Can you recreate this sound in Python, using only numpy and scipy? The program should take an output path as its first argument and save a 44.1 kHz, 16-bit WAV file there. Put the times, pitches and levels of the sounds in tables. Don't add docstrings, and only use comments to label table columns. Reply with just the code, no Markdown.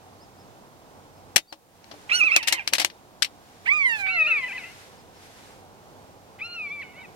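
import sys
import numpy as np
from scipy import signal
from scipy.fft import rfft, irfft
from scipy.io import wavfile
from scipy.ndimage import uniform_filter1d

SR = 44100
rng = np.random.default_rng(int(sys.argv[2]) if len(sys.argv) > 2 else 0)


def master_out(mix):
    frames = np.transpose(np.atleast_2d(mix))
    ceiling = np.clip(frames, -1, 1)
    pcm = np.round(ceiling * 32767).astype(np.int16)
    wavfile.write(sys.argv[1], SR, pcm)


N = 315315
TIME = np.arange(N) / SR

# frequency_hz, level_db
FIELD_SPECTRUM = [(15, -48), (25, -15.5), (97, -4.5), (363, -6.5), (489, -6), (575, -8), (775, -4.5),
                  (840, -6.5), (1020, -9.5), (1890, -22), (3820, -25), (5140, -26.5), (6050, -27),
                  (14800, -39.5), (16000, -42.5)]
# frequency_hz, correlation (-1 to 1)
CHANNEL_LIKENESS = [(40, 0.4), (100, 0.23), (200, 0.53), (380, .4), (480, 0.92), (1050, 0.9), (1500, .2),
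                    (2200, 0.039), (12000, .08)]
FIELD_DB = -50
# frequency_hz, level_db
RUSTLE_SPECTRUM = [(500, -22), (1500, 4), (3000, 0.5), (5500, -2), (10000, -8.5), (13000, -12),
                   (16000, -29)]
# start_s, length_s, level_db
RUSTLE_SWELLS = [(1.856, 0.85, -54), (2.596, 0.68, -67), (3.433, 0.65, -57), (3.958, 0.06, -44.5),
                 (4.284, 0.6, -50.5), (5.17, 0.38, -53.5)]
RUSTLE_EDGE = 0.16
RUSTLE_REST_DB = -70
# start_s, length_s, middle_hz, slide_hz, level_db
BIRD_CHIRPS = [(0.187, .08, 5220, 700, -56), (.372, 0.074, 5300, -500, -59.5),
               (1.157, 0.035, 5250, 80, -63), (1.469, 0.066, 4720, -800, -39),
               (4.963, 0.055, 5230, 139, -61), (5.135, 0.072, 5520, -500, -61)]
CHIRP_ARCH_HZ_PER_S = 17000
# start_s, level_db, relative bass_db, relative rattle_db
HANDLING_CLICKS = [(1.5239, -15, -12.5, -1), (1.841, -40, -30, -17), (1.9113, -29, -13.5, 5),
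                   (1.939, -35.5, -3, -9), (2.2358, -29, -9.5, -15.5), (2.361, -4, -26.5, -9),
                   (2.427, -19, -26, 6), (2.4722, -7.5, -33, 12), (2.4811, -6.5, -34, 0),
                   (2.5084, -30, -8, 8), (2.5228, -4, -26, 3.5), (2.674, -10, -32, -7),
                   (2.7247, -23, -11, 14), (2.733, -4.5, -28, -4), (2.7494, -11.5, -31, 6),
                   (2.7811, -10, -27, 4), (2.796, -6.5, -24.5, 11), (2.8142, -11, -23.5, 8),
                   (2.8453, -4.5, -27.5, -11.5), (2.8982, -31.5, -42, -3)]
# start_s, level_db, relative bass_db, rebound_after_s
SNAPPING_CATCHES = [(1.359, 0.5, -26.5, .018), (3.2208, -7, -39, 0.023)]
# relative level_db, left_minus_right_db, relative rattle_db
CATCH_BLOW_ROWS = [(-1.5, 19.5, -12), (-2, 7.5, -10.5), (-9.5, 3.5, -1.5)]
SEAT_S = 0.0052
CLICK_PAN_DB = 6
TREBLE_DB, TREBLE_DB_PER_DB = -1, 0.37
# frequency_hz, level_db
CASE_SPECTRUM = [(88, -39), (150, -22), (439, -19.5), (759, -4.5), (1450, -7), (1900, -4.5), (3160, -3.5),
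                 (3550, -7.5), (4410, -0.5), (4860, -2.5), (5570, 4.5), (6640, -2), (7770, -4.5),
                 (11500, -13.5), (16000, -18)]
# frequency_hz (before detuning), level_db, t60_s
HOLLOW_MODES = [(313, -1.5, 0.14), (560.4, -3.5, 0.17), (846, -3, .05)]
# frequency_hz, level_db, t60_s
FITTING_MODES = [(1970, -51, .5), (3698, -35.5, 0.31), (3900, -44, .2), (4870, -47, 0.35),
                 (6660, -40, 0.25)]
# time_s, pitch_hz
MEW_PITCH = [
    [(2.161, 1533), (2.196, 1434), (2.221, 1221), (2.263, 1329), (2.307, 1044), (2.325, 1299),
     (2.357, 1352), (2.42, 880), (2.506, 941), (2.556, 1080), (2.634, 644)],
    [(3.743, 1288), (3.789, 1211), (3.897, 945), (4.04, 767), (4.13, 753), (4.2, 636.7), (4.281, 617.3),
     (4.34, 487.5), (4.412, 411.5)],
    [(4.125, 1424), (4.26, 1203), (4.28, 1419), (4.425, 1032), (4.476, 1002), (4.49, 821), (4.516, 774),
     (4.534, 1020), (4.57, 1004), (4.595, 780), (4.64, 659), (4.741, 740)],
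    [(6.5, 1422), (6.559, 1395), (6.618, 1239), (6.695, 1104), (6.73, 1189), (6.815, 1114), (6.835, 732),
     (6.924, 736), (6.946, 650), (6.975, 746), (7.023, 735), (7.065, 593)],
]
# start_s, swoop_s, level_db, scrape_db, break_s, break_drop_db, release_s, left_minus_right_db
MEW_ROWS = [(2.09, .023, -19, -10, 2.38, -7.5, 0.01, -6.5), (3.65, .039, -20, -19, 3.97, -4.5, .015, -7.5),
            (4.056, 0.022, -24.5, -9, 4.395, -6.5, 0.11, 2.5),
            (6.384, .026, -35.5, -11, 6.85, -5.5, 0.0092, 0.5)]
# throat tuning_ratio, beak_hz, partials under the throat's peak under_db, overtone_db,
# their flare at the crest flare_db, treble_db_per_octave, rasp (0-1), end_rasp (0-1), echo_db, left_late_ms
MEW_VOICES = [(1.055, 2510, 9, -3, 17.5, -2.5, 0.17, 0.6, -19, 0.29),
              (0.95, 2105, 8, 0, -1, -2, .09, .1, -39, .22),
              (1.004, 2565, 4.5, -2, 5, -16.5, 0.08, 0.6, -15, 0.054),
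              (0.99, 2510, 4, 2, 1, -8, .05, 0.39, -14.5, 0.053)]
# frequency_hz, level_db
THROAT_SPECTRUM = [(400, -27.5), (750, -22.5), (1000, -25), (1300, -18), (1600, -11), (2000, 3.5),
                   (2450, 4), (2900, -5), (3300, -21), (4300, -20), (6000, -31), (9000, -36), (14000, -51)]
SWOOP = .55
ATTACK_S, ATTACK_DB = 0.032, -19
BREAK_S = 0.028
EFFORT_DB_PER_OCTAVE = 10.5
DULLING_DB_PER_OCTAVE = 4
STRAIN_OCTAVES = 0.17
UNDERTONE_DB = 7.5
BEAK_DB, BEAK_WIDTH_HZ = 8.5, 83
TOP_HZ = 16000


def undb(db):
    return 10 ** (np.asarray(db) / 20)


def unit(x):
    return x / np.sqrt(np.mean(x ** 2))


def lookup(points, hz):
    f, value = np.transpose(points)
    return np.interp(np.log(np.maximum(hz, 1)), np.log(f), value)


def colour(x, points):
    hz = np.arange(x.shape[-1] // 2 + 1) * SR / x.shape[-1]
    gain = undb(lookup(points, hz)) * np.minimum(hz / points[0][0], 1) ** 2
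    return irfft(rfft(x) * gain, x.shape[-1])


def band(x, lo_hz, hi_hz):
    edges = [lo_hz, min(hi_hz, SR / 2 - 1)]
    return signal.sosfilt(signal.butter(2, edges, "band", fs=SR, output="sos"), x)


def walk(rate):
    k = max(int(SR / rate), 1)
    steps = rng.standard_normal(N)[np.arange(N) // k]
    return unit(uniform_filter1d(uniform_filter1d(steps, k), k))


def pan(db):
    gains = undb(np.array([db, -db]) / 2).reshape(2, -1)
    return gains / np.sqrt(np.mean(gains ** 2, axis=0))


def lag(pair, left_late_ms):
    hz = np.arange(N // 2 + 1) * SR / N
    turn = np.exp(np.pi * 1j * hz * left_late_ms / 1000 * np.array([[-1], [1]]))
    return irfft(rfft(pair) * turn, N)


def scatter(x, t60, delay):
    t = TIME[:SR]
    tail = rng.standard_normal((2, SR)) * undb(-60 * t / t60) * (t > delay)
    tail /= np.sqrt(np.sum(tail ** 2, axis=1, keepdims=True))
    return signal.fftconvolve(x[None], tail, axes=1)[:, :N]


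def ring(modes, t, detune):
    out = 0
    for hz, db, t60 in modes:
        mode_hz = hz * (1 + detune * rng.standard_normal())
        out = out + undb(db - 60 * t / t60) * np.sin(2 * np.pi * mode_hz * t)
    return out


def field():
    mid, side = colour(rng.standard_normal((2, N)), FIELD_SPECTRUM)
    alike = np.clip(lookup(CHANNEL_LIKENESS, np.arange(N // 2 + 1) * SR / N), -1, 1)
    mid = irfft(rfft(mid) * np.sqrt(1 + alike), N)
    side = irfft(rfft(side) * np.sqrt(1 - alike), N)
    air = unit(mid + side * np.array([[1], [-1]])) * undb(FIELD_DB + 0.72 * walk(7.0))
    drone = undb(-65) * unit(band(rng.standard_normal(N), 91.6, 100.7))
    return lag((air + drone) * pan(-2.2), left_late_ms=-0.25)


def rustle():
    hiss = unit(colour(rng.standard_normal((2, N)), RUSTLE_SPECTRUM))
    power = undb(RUSTLE_REST_DB) ** 2
    for s, length, db in RUSTLE_SWELLS:
        inside = np.minimum(TIME - s, s + length - TIME) / length
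        power = power + undb(db) ** 2 * (1 + np.tanh(inside / RUSTLE_EDGE)) / 2
    return hiss * np.sqrt(power) * undb(0.88 * walk(36))


def chirps():
    out = np.zeros(N)
    for s, length, middle_hz, slide_hz, db in BIRD_CHIRPS:
        u = np.linspace(0, 1, int(length * SR))
        arch_hz = CHIRP_ARCH_HZ_PER_S * length * (2 * u - 1) ** 2
        hz = middle_hz + slide_hz * (u - .5) - arch_hz
        hz = hz * (1 + .012 * walk(600)[:len(u)])
        tone = np.sin(2 * np.pi * np.cumsum(hz) / SR)
        first = int(s * SR)
        out[first:first + len(u)] += undb(db) * np.sin(np.pi * u) * tone
    return out + undb(-14.5) * scatter(out, t60=.2, delay=0.024)


def blows():
    rows = [(s, db, CLICK_PAN_DB, bass_db, rattle_db) for s, db, bass_db, rattle_db in HANDLING_CLICKS]
    for s, db, bass_db, rebound_s in SNAPPING_CATCHES:
        for after, (blow_db, pan_db, rattle_db) in zip((0, SEAT_S, rebound_s), CATCH_BLOW_ROWS):
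            rows.append((s + after, db + blow_db, pan_db, bass_db, rattle_db))
    return rows


def clicks():
    out, t = np.zeros((2, N + SR)), TIME[:SR // 2]
    for s, db, pan_db, bass_db, rattle_db in blows():
        treble_db = TREBLE_DB + TREBLE_DB_PER_DB * db
        crack = np.exp(-np.abs(t - .0025) / np.where(t < .0025, .0005, .0012))
        rattle = undb(rattle_db) * np.exp(-t / 0.01) * np.minimum(t / 0.0053, 1)
        noise = rng.standard_normal((2, len(t))) + 0.51 * rng.standard_normal(len(t))
        snap = colour(noise, CASE_SPECTRUM) * (crack + rattle)
        bass = unit(band(snap, 220, 760))
        middle = unit(band(snap, 1750, 4350))
        treble = unit(band(snap, 5760, 14000))
        snap = middle + undb(bass_db + 12.0) * bass + undb(treble_db) * treble
        snap *= 2 / np.sqrt(np.sum(snap ** 2, axis=1, keepdims=True))
        knock = undb(bass_db - 4.5) * ring(HOLLOW_MODES, t, detune=0.048)
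        metal = undb(1.3 * db) * ring(FITTING_MODES, t, detune=0)
        sound = pan(pan_db) * (undb(13) * snap + metal) + knock
        first = int(s * SR)
        out[:, first:first + len(t)] += undb(db) * sound
    return lag(out[:, :N], left_late_ms=-.23)


def mew(curve, start, swoop_s, db, scrape_db, break_s, drop_db, release_s, pan_db,
        tuning, beak_hz, under_db, overtone_db, flare_db, treble_db, rasp, end_rasp, echo_db, left_late_ms):
    s, hz = np.transpose(curve)
    on = (TIME > start) & (TIME < s[-1])
    t = TIME[on]
    age, left = t - start, s[-1] - t
    pitch = uniform_filter1d(np.interp(t, s, hz), int(0.0053 * SR))
    pitch = pitch * (1 - SWOOP * np.exp(-age / swoop_s))
    sag = np.log2(pitch.max() / pitch)
    broken = np.clip((t - break_s) / BREAK_S + .5, 0, 1)

    attack_db = ATTACK_DB * np.maximum(1 - age / ATTACK_S, 0)
    effort_db = db + attack_db - EFFORT_DB_PER_OCTAVE * sag + drop_db * broken
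    envelope = undb(effort_db) * np.minimum(age / .004, 1) * np.minimum(left / release_s, 1)
    flare = flare_db * np.exp(-(sag / STRAIN_OCTAVES) ** 2)
    overtones = overtone_db - DULLING_DB_PER_OCTAVE * sag + flare
    hoarse = rasp + .8 * np.exp(-(age / 0.024) ** 2) + end_rasp * np.exp(-(left / .24) ** 2)
    pitch = pitch * (1 + 0.032 * hoarse * walk(500)[on] + (0.0019 + .03 * hoarse) * walk(80)[on])
    phase = 2 * np.pi * np.cumsum(pitch) / SR

    voice = 0
    for k in range(1, 15):
        f = k * pitch / tuning
        above = np.clip((f - 2900) / 500, 0, 1)
        below = np.clip((1900 - f) / 400, 0, 1)
        beak_db = BEAK_DB / (1 + ((k * pitch - beak_hz) / BEAK_WIDTH_HZ) ** 2)
        distance_db = treble_db * np.log2(np.maximum(f / 3800, 1))
        flicker = np.interp(t, TIME[::800], rng.standard_normal(len(TIME[::800])))
        flutter_db = 6.9 * above * flicker
        source_db = above * overtones + below * under_db + (k == 1) * UNDERTONE_DB * broken
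        partial_db = source_db + lookup(THROAT_SPECTRUM, f) + beak_db + distance_db + flutter_db
        voice = voice + undb(partial_db) * np.sin(k * phase)

    rush = unit(colour(rng.standard_normal(N), THROAT_SPECTRUM))[on] * (1 + 0.46 * np.cos(phase))
    rough_voice = voice * (1 + 0.26 * hoarse * walk(980)[on])
    call = np.zeros(N)
    call[on] = (rough_voice + 0.7 * hoarse * rush) * envelope
    call[on] *= undb(2.38 * walk(55)[on])
    call[on] += rush * np.exp(-((age - .014) / .009) ** 2) * undb(db + scrape_db)
    near = call + undb(-12) * scatter(call, t60=.055, delay=.002)
    far = undb(echo_db) * scatter(call, t60=0.72, delay=0.015)
    return lag(near * pan(pan_db), left_late_ms) + far


def scene():
    birds = sum(mew(curve, *row, *voice) for curve, row, voice in zip(MEW_PITCH, MEW_ROWS, MEW_VOICES))
    return field() + rustle() + chirps() + clicks() + birds


def gain_control(x, threshold_db, slope, attack, release):
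    power = uniform_filter1d(band(x, 4000, 18000) ** 2, int(0.0067 * SR)).max(axis=0)
    over_db = np.maximum(10 * np.log10(np.abs(power) + 1e-12) - threshold_db, 1e-9)
    held_db = np.exp(np.maximum.accumulate(np.log(over_db) + TIME / release) - TIME / release)
    step = 1 / (attack * SR)
    return x * undb(-slope * signal.lfilter([step], [1, step - 1], held_db))


def record(dry):
    wet = gain_control(dry, threshold_db=-13.5, slope=2.92, attack=0.07, release=0.18)
    wet = wet + undb(-65) * rng.standard_normal((2, N))
    thump = undb(-26) * band(np.maximum(np.abs(wet) - .5, 0), 5, 200)
    top_cut = signal.ellip(8, .2, 70, TOP_HZ, fs=SR, output="sos")
    return signal.sosfilt(top_cut, np.clip(wet + thump, -1, 1))


dry = scene()
out = record(dry)
master_out(out)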